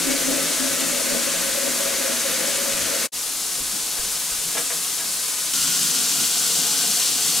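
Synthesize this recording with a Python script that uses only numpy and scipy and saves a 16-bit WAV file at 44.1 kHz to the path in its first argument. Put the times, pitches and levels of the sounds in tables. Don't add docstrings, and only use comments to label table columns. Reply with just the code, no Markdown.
import sys
import numpy as np
from scipy import signal
from scipy.fft import rfft, irfft
from scipy.io import wavfile

SR = 44100
rng = np.random.default_rng(int(sys.argv[2]) if len(sys.argv) > 2 else 0)


def log_audio(samples):
    frames = np.atleast_2d(samples).T
    limited = np.clip(frames, -1, 1)
    pcm = np.round(limited * 32767).astype(np.int16)
    wavfile.write(sys.argv[1], SR, pcm)


N = 326340
T, HZ = np.arange(N) / SR, np.fft.rfftfreq(N, 1 / SR)
MOVE_S = 3.105
# f/Hz, width/Hz, level from afar/dB, level close by/dB
DEEP_MODES = [(150.5, 14.5, -15.5, -4.5), (170.2, 8.1, -3.5, 0), (190, 22, -23, -1),
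              (225.7, 14.7, -9, -0.5), (242.4, 13.8, -6, -8), (263, 13.6, -3, 0.5), (289.6, 5.7, -3.5, -8),
              (330.5, 24, -1.5, -8.5), (367, 11, -11, -12)]
UPPER_MODES = [(390, 8.9, -3.5, -14), (443.2, 14, -3, -3), (469.2, 18, 1, 1), (527.3, 23, 1, -25),
               (554.3, 34, 6.5, -5.5), (614.5, 20, -5, -27), (656, 16.4, 3.5, -23), (707, 29, -28, 1),
               (788, 20, -18, -10), (852, 12, -16, -4), (1522, 16, 2.5, 1)]


def gain_of(db):
    return 10 ** (np.asarray(db) / 20)


def evened(x):
    return x / np.sqrt(np.mean(x ** 2) + 1e-20)


def curve(rows, axis=1):
    rows = np.array(rows)
    return np.interp(T, rows[:, 0], rows[:, axis])


def read(points):
    hz, value = np.transpose(points)
    return np.interp(np.log(HZ + 1), np.log(hz + 1), value)


def drift(rate_hz):
    return evened(irfft(rfft(rng.standard_normal(N)) * np.exp(-(HZ / rate_hz) ** 2), N))


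def swell(s, half_s):
    return np.exp(-((T - s) / half_s) ** 2)


def noise():
    return rng.standard_normal((2, N))


def colour(x, response):
    return evened(irfft(rfft(x) * response, N))


def resonance(hz, width_hz):
    return 1j * HZ * np.sqrt(abs(width_hz)) / (hz ** 2 - HZ ** 2 + 1j * HZ * width_hz)


def ringing(modes):
    total = 0
    for hz, width, db in modes:
        total = total + gain_of(db) * np.sqrt(abs(width)) * resonance(hz, 1.38 * width) ** 2
    return total


def drops(per_s, spread_db):
    size = gain_of(spread_db * np.minimum(rng.exponential(1, N), 4)) * rng.choice([-1, 1], N)
    landed = rng.random(N) < per_s / SR
    return np.array([evened(size * landed), rng.standard_normal(N)])


def tub_echoes(x, decay_s, wet):
    taps = noise() * (rng.random((2, N)) < 3000 / SR) * np.exp(-T / decay_s) * (T > .002)
    first, second = (irfft(rfft(x) * rfft(path / np.linalg.norm(path)), N) for path in taps)
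    sway = 0.58 * drift(2.9)
    return evened(x + wet * (np.cos(sway) * first + np.sin(sway) * second))


def spurts(per_s, decay_s):
    starts = rng.exponential(1, N) * (rng.random(N) < per_s / SR)
    level = signal.lfilter([1], [1, -np.exp(-1 / (decay_s * SR))], starts)
    return evened(level - level.mean())


def spray(spectrum, flow_db, spread_db, spurt_db, patch_db):
    impacts = tub_echoes(drops(per_s=14000, spread_db=spread_db), decay_s=0.017, wet=0.32)
    shape = gain_of(read(spectrum))
    splash = rfft(impacts) * shape / np.sqrt(np.mean(shape ** 2 * (HZ > 2500)))
    band = np.interp(np.log(HZ + 1), np.log([700, 1500, 3000, 5000, 8000, 12000]), np.arange(6))
    flurries = 0
    for k in range(6):
        share = np.maximum(1 - abs(band - k), 0)
        flurries = flurries + irfft(splash * share, N) * gain_of(patch_db * drift(38))
    return flurries * gain_of(flow_db + spurt_db * spurts(per_s=70, decay_s=0.012))


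def lumps(throb_db):
    return drops(per_s=540, spread_db=3.5) * gain_of(throb_db * drift(42))


def resonate(x, hz, width_hz):
    turn = np.exp(2j * np.pi * np.cumsum(hz) / SR)
    r = np.exp(-np.pi * abs(width_hz) / SR)
    return evened((turn * signal.lfilter([1 - r], [1, -r], x / turn)).real)


def gurgle(pitch_hz, width_hz, waver, splat_db):
    blows = lumps(throb_db=1.0)
    pocket = resonate(blows, pitch_hz * (1 + waver * drift(8.4)), width_hz)
    return pocket + gain_of(splat_db) * blows


def slugs():
    # t/s, added level of deep modes/dB, added level of upper modes/dB
    slug_hits = [(0.33, 5.5, 8), (0.83, 5, 2.5), (1.14, 4, 4), (1.87, 1, 3), (3.62, 4, 0), (3.75, 7, 2),
                 (4.47, 7, 5), (6.21, 4.5, 5.5), (6.6, 4, 0.5), (6.76, 2, 0)]
    half_s = 0.029
    return sum(np.outer([deep_db, upper_db], swell(s, half_s)) for s, deep_db, upper_db in slug_hits)


def drumming(drive, modes, column, force_db):
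    heard = [(row[0], row[1], row[column]) for row in modes]
    return colour(drive, ringing(heard)) * gain_of(force_db)


def far_water():
    # t/s, deep f/Hz, upper f/Hz
    gurgle_pitch = [(0, 277.5, 527), (.6, 257, 590), (1.2, 237, 567), (2, 240, 548), (3, 232, 519)]
    # f/Hz, density level/dB
    far_colour = [(60, -29), (200, -10.5), (500, -7.5), (850, -8.5), (1300, -4.5), (2000, -3.5),
                  (2700, -4.5), (4400, -3), (5200, -3), (6500, -0.5), (8700, -2), (10700, -4), (13000, -10),
                  (15700, -15.5)]
    deep = gurgle(curve(gurgle_pitch, axis=1), width_hz=13.4, waver=0.0072, splat_db=15.0)
    upper = gurgle(curve(gurgle_pitch, axis=2), width_hz=44, waver=0.024, splat_db=20)
    deep_slugs, upper_slugs = slugs()
    shallow_db, cushion_s = 9.5, 0.95
    deep_db = -41.5 + shallow_db * np.exp(-T / cushion_s)
    upper_db = -33.5 - 0.52 * T
    tub = drumming(deep, DEEP_MODES, 2, deep_db + deep_slugs)
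    tub += drumming(upper, UPPER_MODES, 2, upper_db + upper_slugs)
    flow_db = -23 - 0.09 * T
    return tub, spray(far_colour, flow_db, spread_db=1.1, spurt_db=0.28, patch_db=0.46)


def rumble(drone_hz):
    # f/Hz, density level/dB
    handling_colour = [(8, -18), (20, 0), (38, -5), (60, -7.5), (90, -17), (200, -20), (600, -70)]
    # t/s, level/dB, time to fall 60 dB/s
    hand_bumps = [(0.05, -43, 0.47), (0.26, -46, 0.7), (1.11, -47, 0.8), (1.35, -47, 0.7), (1.92, -52, 1.0),
                  (2.73, -46, 0.7), (3.59, -41, 0.5), (3.83, -50, 0.25), (3.986, -38, 0.59),
                  (4.305, -41.5, 0.5), (4.46, -48, 0.3), (5.58, -39, 0.22)]
    rise_s = 0.012
    power = gain_of(-55 - 1.5 * T) ** 2
    for s, db, decay_s in hand_bumps:
        age = np.maximum(T - s, 0)
        power += (np.minimum(age / rise_s, 1) * gain_of(db - 60 * age / decay_s)) ** 2
    handling = colour(noise(), gain_of(read(handling_colour))) * np.sqrt(power)
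    drone_db = np.where(T < MOVE_S, -59, -65) + 8.5 * swell(2.85, 0.11)
    return handling + colour(noise(), ringing([(drone_hz, 11, 0)])) * gain_of(drone_db)


def near_water():
    # f/Hz, density level/dB
    gentle_colour = [(60, -20), (110, -18.5), (170, -14.5), (350, -11), (600, -10), (800, -11), (1150, -7),
                     (1400, -7.5), (1800, -9), (2500, -7), (3800, -2.5), (5500, -1), (7600, 0.75),
                     (10700, -1.5), (13000, -7.5), (15700, -13.5)]
    full_colour = [(100, -22), (300, -15), (850, -15), (1150, -8), (1700, -11), (2300, -9.5), (2950, -3),
                   (4400, -1.5), (6000, 1.2), (7500, -1), (8700, 0), (10500, -3), (13000, -8),
                   (15700, -14.5)]
    # f/Hz, width/Hz, level at the opening/dB, loss/(dB/s)
    splash_rings = [(1425, 58, -39.5, 7.5), (3019, 220, -42, 4), (4410, 127, -42, -4),
                    (7520, 350, -30.5, 0)]
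    open_s = 5.532
    since_move, age = np.maximum(T - MOVE_S, 0), np.maximum(T - open_s, 0)
    opened = np.clip((T - open_s) / 0.013 + .5, 0, 1)
    slack = -8.5 * np.clip(1 + (T - open_s) / 0.54, 0, 1)
    build = -11 * np.exp(-age / 0.32)
    deep_db = (1 - opened) * (-50.5 + slack) + opened * -42
    upper_db = (1 - opened) * (-49.5 + slack) + opened * (-42 + build)
    deep_slugs, upper_slugs = slugs()
    tub = drumming(lumps(throb_db=2.2), DEEP_MODES, -1, deep_db + deep_slugs)
    tub += drumming(lumps(throb_db=0.5), UPPER_MODES, -1, upper_db + upper_slugs)

    gentle_db = -24.5 - 2 * np.exp(-since_move / 0.68)
    gentle = spray(gentle_colour, gentle_db, spread_db=2.0, spurt_db=0.25, patch_db=0.5)
    sputter_s, half_s = 7.09, 0.061
    sputter_db = swell(sputter_s - half_s, half_s) - swell(sputter_s + half_s, half_s)
    full = spray(full_colour, -21 + sputter_db, spread_db=2.0, spurt_db=0.45, patch_db=0.62)
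    for hz, width, db, loss_db in splash_rings:
        full += colour(noise(), resonance(hz, width)) * gain_of(db - loss_db * age)
    return tub, (1 - opened) * gentle + opened * full


def knocks():
    # t/s, level before doubling/dB, time to fall 60 dB/s, treble tilt/(dB/octave)
    knock_list = [(3.578, -43, 0.18, -6), (3.971, -35, 0.12, -2), (4.545, -34.5, 0.18, -1),
                  (4.568, -27, 0.17, -0.5), (4.699, -30, 0.085, 2), (4.716, -34, 0.081, -4),
                  (4.985, -39.5, 0.29, 0.5)]
    # f/Hz, width/Hz, relative level/dB
    panel_modes = [(162, 30, -19), (290, 55, -13), (473, 22, 0.5), (600, 120, -6), (675, 41, 2),
                   (1140, 290, -0.5), (1390, 97, -3), (1653, 34, 2.5), (1970, 140, -0.5), (2310, 80, -1.5),
                   (2900, 79, -4), (3585, 220, -6)]
    out = np.zeros((2, N))
    panel = 0
    for k, (hz, width, db) in enumerate(panel_modes):
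        panel = panel + (-1) ** k * gain_of(db) * resonance(hz, width)
    octaves = np.log2(np.clip(HZ, 200, 2500) / 1000)
    for s, db, decay_s, tilt_db in knock_list:
        age = np.maximum(T - s, 0)
        force = noise() * (1 - np.exp(-age / 0.0023)) * gain_of(-60 * age / decay_s)
        body = panel * gain_of(tilt_db * octaves)
        body = body / np.sqrt(np.mean(abs(body) ** 2))
        out += 2 * gain_of(db) * irfft(rfft(force) * body, N)
    return out


def microphones(x, likeness, lead):
    # f/Hz, level/dB
    balance = [(40, -0.5), (130, 0), (270, 1.5), (550, 3.5), (1000, 4.2), (2000, 0.8), (3200, 0), (5400, 3),
               (8500, 1.5), (13000, 2.5)]
    direct, diffuse = rfft(x)
    same = np.clip(read(likeness), 0, 1)
    common = direct * np.sqrt((1 + same) / 2)
    apart = diffuse * np.sqrt((1 - same) / 2)
    lean = gain_of(read(balance) / 2) * np.exp(.5j * read(lead))
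    ports = np.array([(common + apart) * lean, (common - apart) / lean])
    return irfft(ports / abs((lean + 1 / lean) / 2), N)


def scene():
    # f/Hz, likeness/(0 to 1)
    tub_likeness = [(30, .96), (90, .88), (170, .97), (600, .975), (1500, .9)]
    spray_likeness = [(100, .7), (800, .74), (1200, .85), (1700, .8), (2300, .94), (3000, .95), (4800, .8),
                      (8500, .83), (13000, .75), (15500, .85)]
    # f/Hz, phase/rad
    far_lead = [(30, .1), (100, .7), (180, 1.2), (350, 1.35), (550, 1.15), (800, 1.1), (1120, .5),
                (2500, .1), (6300, .22), (11800, .45), (15500, .05)]
    near_lead = [(30, .05), (100, .3), (180, .65), (400, .9), (780, .85), (1120, .45), (2600, .03),
                 (5000, .28), (8500, .25), (11800, .48), (15500, .05)]
    cabinet = knocks() + rumble(drone_hz=103.0)
    positions = []
    for water, lead in [(far_water, far_lead), (near_water, near_lead)]:
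        tub, hiss = water()
        solid = microphones(tub + cabinet, tub_likeness, lead)
        positions.append(solid + microphones(hiss, spray_likeness, lead))
    far, near = positions
    return np.where(T < MOVE_S, far, near)


def record(dry):
    # t/s, gain/(0 to 1)
    fade = [(0, 1), (3.058, 0.98), (3.074, 0.07), (3.095, 0.0027), (3.119, 0), (3.135, 0.74), (3.16, 1)]
    lowpass = signal.firwin(601, 15800, window=("kaiser", 9), fs=SR)
    return signal.oaconvolve(dry * curve(fade), lowpass[None], "same")


dry = scene()
out = record(dry)
log_audio(out)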